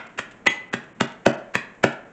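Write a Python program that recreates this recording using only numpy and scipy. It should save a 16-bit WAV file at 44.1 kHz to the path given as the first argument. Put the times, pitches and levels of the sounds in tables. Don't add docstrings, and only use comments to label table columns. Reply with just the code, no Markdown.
import sys
import numpy as np
from scipy import signal
from scipy.fft import rfft, irfft
from scipy.io import wavfile

SR = 44100
rng = np.random.default_rng(int(sys.argv[2]) if len(sys.argv) > 2 else 0)


def dump(signal):
    limited = np.clip(np.atleast_2d(signal).T, -1, 1)
    pcm = np.round(limited * 32767).astype(np.int16)
    wavfile.write(sys.argv[1], SR, pcm)


def how_loud(loudness_db):
    steps = np.asarray(loudness_db, float) / 20
    return 10 ** steps


N = 93492
LEAD = SR // 5

# stop_s, crunch_db, crack_db, thud_db, thud_contact_ms
BLOWS = [
    (-.09, -17, -2, -14.5, 1.47),
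    (.192, -22, -14, -27.5, 0.92),
    (.471, -17, 0, -28.5, 0.86),
    (.7385, -21, -13, -15, 1.13),
    (1.0105, -17, -2.5, -7, 0.75),
    (1.2645, -21.5, 1.5, 1, 0.79),
    (1.5545, -20, -2.5, -19, 0.66),
    (1.8405, -17.5, 2.5, -4.5, 0.57),
]
# crush_ms, head_ring_db, crack_centre_hz, thud_centre_hz
LANDINGS = [(28, -46, 1500, 560), (17.5, -49, 2300, 244), (14, -5, 2370, 280), (12, -42, 1800, 336),
            (11.1, -43, 2020, 304), (12.705, -40, 1300, 590), (18, -35, 1750, 235),
            (12.485, -38.5, 1340, 520)]
# pitch_hz, level_db (per Hz)
CRUNCH_COLOUR = [(180, -26), (300, -10), (1880, -3.5), (2720, -6), (3280, -13.5), (3830, -19.5),
                 (5470, -25), (7270, -19), (9000, -40.5), (11700, -61), (19800, -120)]
# pitch_hz, level_db, t60_s
SLAB_MODES = [(137.2, -1.5, 0.19), (186, -8.5, 0.042), (237.3, 0, 0.095), (301.6, -0.5, 0.11),
              (383, -5, 0.12), (567.6, -5, 0.15), (579, -11, 0.3), (637, -6.5, 0.21), (774, -12, 0.11)]
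# pitch_hz, level_db, t60_s
HEAD_MODES = [(956, -24.5, .05), (2010, -17, 0.39), (2210, -21, .15), (1994, 1, 0.037), (2502, -22.5, 0.19),
              (2030, -30, 0.3), (2724, -24, .15), (3090, -21, 0.13), (3280, -19.5, 0.17),
              (3347, -20.5, 0.1), (3630, -21, 0.048), (6554, -28, 0.22)]
# centre_s, level_db, length_ms
RUSTLES = [(.07, -48.5, 7.4), (0.316, -49.5, 15.96), (0.373, -64, 8.86), (0.554, -48.5, 23.28),
           (.84, -53.5, 10), (1.122, -45, 6), (1.342, -49, 14), (1.387, -52.5, 10), (1.61, -57, 14),
           (1.751, -59.5, 9.56), (1.927, -43.5, 11.725)]
# pitch_hz, t60_s
KITCHEN_DECAY = [(100, 0.07), (260, 0.37), (700, .5), (1840, 0.4552), (4850, 0.31), (8000, 0.2)]
# pitch_hz, level_db
KITCHEN_COLOUR = [(100, 0.011), (260, 0.0089), (700, 0.012), (1840, 0.032), (4850, 0), (8000, 0)]
# pitch_hz, level_db (per Hz)
HUM_COLOUR = [(18, -48.5), (30, -6), (207, 4.5), (771, -5.5), (909, -8), (1980, -10), (4830, -33.5),
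              (7210, -25), (8300, -37), (10800, -71), (18300, -120)]
# centre_s, above_hz, length_ms
DROPOUTS = [(.085, 3500, 10), (0.487, 4000, 25), (.705, 3800, 19), (.94, 3400, 16), (1.066, 4000, 9.4),
            (1.323, 3100, 9.5), (1.365, 3100, 10.3), (2.045, 3000, 6)]

CRUSH_RISE_DB, CRUSH_FALL_MS = 20, 4.84
GRAINS_PER_S, GRAIN_SPREAD_DB = 5000, 3
CRACK_MS, CRACK_T60_S, CRACK_BROAD_DB = 1.53, 0.0022, -4.5
THUD_T60_S, THUD_LAG_MS, SLAB_DB = 0.01, 0.87, -15.5
RADIATES_ABOVE_HZ = 162
WET_DB, EARLY_DB, EARLY_T60_S, FIRST_ECHO_MS = -6.5, -15, 0.057, 3.5
HUM_DB, MAINS_RUMBLE_DB = -50, -68.5
MIC_LOW_HZ, MIC_TOP_HZ = 116, 9380
PREAMP_TOP, OVERLOAD = 0.72, 0.70


def at_hz(points, hz):
    table_hz, values = np.transpose(points)
    return np.interp(np.log(np.maximum(hz, 1)), np.log(table_hz), values)


def rms_one(x):
    return x / np.sqrt(np.mean(x ** 2) + 1e-20)


def filtered(x, hz, kind, order=2):
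    return signal.sosfilt(signal.butter(order, hz, kind, fs=SR, output="sos"), x)


def coloured(x, spectrum):
    gain = how_loud(at_hz(spectrum, np.fft.rfftfreq(len(x), 1 / SR)))
    return irfft(rfft(x) * rms_one(gain), len(x))


def clock():
    return (np.arange(N + LEAD) - LEAD) / SR


def ring(x, hz, t60):
    r = how_loud(-60 / (t60 * SR))
    w = 2 * np.pi * hz / SR
    return signal.lfilter([0, np.sin(w)], [1, -2 * r * np.cos(w), r * r], x + 1e-18)


def push(s, ms):
    force = np.sin(np.pi * np.clip((clock() - s) * 1000 / ms, 0, 1))
    return force / force.sum()


def struck(modes, levels_db, widths_ms, spread_db):
    luck = rng.normal(0, 1, (len(BLOWS), len(modes)))
    pushes = np.array([push(blow[0], ms) for blow, ms in zip(BLOWS, widths_ms)])
    out = 0
    for k, (hz, db, t60) in enumerate(modes):
        strengths = how_loud(levels_db + db + spread_db * luck[:, k])
        out = out + (-1) ** k * ring(strengths @ pushes, hz, t60)
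    return out


def grains():
    n = N + LEAD
    sizes = how_loud(GRAIN_SPREAD_DB * np.minimum(rng.exponential(1, n), 5)) * rng.choice([-1, 1], n)
    happens = rng.random(n) < GRAINS_PER_S / SR
    return coloured(rms_one(sizes * happens), CRUNCH_COLOUR)


def house_hum():
    return how_loud(HUM_DB) * coloured(rng.standard_normal(N + LEAD), HUM_COLOUR)


def kitchen(x):
    t = np.arange(SR) / SR
    edges = 70 * 2 ** np.arange(0, 7.6, 0.5)
    white, tail = rng.standard_normal((2, SR)), 0
    for k, (low, high) in enumerate(zip(edges, edges[1:])):
        hz = np.sqrt(low * high)
        t60 = at_hz(KITCHEN_DECAY, hz)
        late = how_loud(WET_DB - 60 * t / t60) / np.sqrt(t60)
        early = how_loud(EARLY_DB - 60 * t / EARLY_T60_S) / np.sqrt(EARLY_T60_S)
        band = filtered(white[k % 2], [low, high], "band")
        tail = tail + how_loud(at_hz(KITCHEN_COLOUR, hz)) * band * (late + early)
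    tail = tail * np.clip(t * 1000 / FIRST_ECHO_MS - 1, 0, 1) * np.sqrt(14 / SR)
    return signal.fftconvolve(x, tail)[:len(x)]


def rustle():
    t = clock()
    level = sum(how_loud(db) * np.exp(-((t - s) * 2000 / ms) ** 2) for s, db, ms in RUSTLES)
    return level * rms_one(filtered(grains(), 2500, "high"))


def head_ring():
    ring_db = np.transpose(LANDINGS)[1]
    return struck(HEAD_MODES, ring_db, np.full(len(BLOWS), 0.08), spread_db=1.5)


def thud():
    knock = 0
    for (s, _, _, db, ms), (*_, hz) in zip(BLOWS, LANDINGS):
        knock = knock + ring(how_loud(db) * push(s + THUD_LAG_MS / 1000, ms), hz, THUD_T60_S)
    knock = filtered(knock, RADIATES_ABOVE_HZ, "high")
    _, _, _, thud_db, contact_ms = np.transpose(BLOWS)
    return how_loud(8.0) * knock + struck(SLAB_MODES, thud_db + SLAB_DB, contact_ms, spread_db=2.0)


def crack():
    t, out, snaps = clock(), 0, rng.standard_normal(N + LEAD)
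    for (s, _, db, *_), (_, _, hz, _) in zip(BLOWS, LANDINGS):
        since = (t - s) * 1000 / CRACK_MS
        body = ring(push(s, 0.17), hz, CRACK_T60_S)
        burst = np.exp(-np.abs(since) * np.where(since < 0, 0.7, 1))
        spray = coloured(snaps * burst, CRUNCH_COLOUR)
        body = body / np.linalg.norm(body)
        spray = spray / np.linalg.norm(spray)
        out = out + how_loud(db + 12.0) * (body + how_loud(CRACK_BROAD_DB) * spray)
    return out


def crunch():
    t, level = clock(), 0
    for (s, db, *_), (crush_ms, *_) in zip(BLOWS, LANDINGS):
        since = (t - s) * 1000
        swell = how_loud(CRUSH_RISE_DB * np.clip(since / crush_ms, -1, 0))
        onset = np.clip((since + crush_ms) / 1.5, 0, 1)
        level = level + how_loud(db) * swell * onset * np.exp(-np.maximum(since, 0) / CRUSH_FALL_MS)
    return level * grains()


def treble_dropouts(x):
    t, out = clock(), x
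    for s, hz, ms in DROPOUTS:
        treble = signal.sosfiltfilt(signal.butter(8, hz, "high", fs=SR, output="sos"), x)
        out = out - treble * np.exp(-((t - s) * 2000 / ms) ** 4)
    return out


def scene():
    contact = crunch() + crack() + rustle()
    knock, head = thud(), head_ring()
    room = kitchen(contact + how_loud(-2.5) * knock + how_loud(-4) * head)
    mix = head + treble_dropouts(contact + knock + room + house_hum())
    return mix[None, LEAD:]


def band_limit(x):
    return signal.sosfilt(signal.butter(12, 15920, fs=SR, output="sos"), x)


def record(dry):
    x = filtered(dry, MIC_LOW_HZ, "high", order=4)
    rumble = filtered(rng.standard_normal(N), [18, 60], "band")
    x = np.clip(x, -PREAMP_TOP, PREAMP_TOP) + how_loud(MAINS_RUMBLE_DB) * rms_one(rumble)
    x = signal.sosfilt(signal.cheby2(14, 60, MIC_TOP_HZ, fs=SR, output="sos"), x)
    return band_limit(np.clip(x, -OVERLOAD, OVERLOAD))


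dry = scene()
out = record(dry)
dump(out)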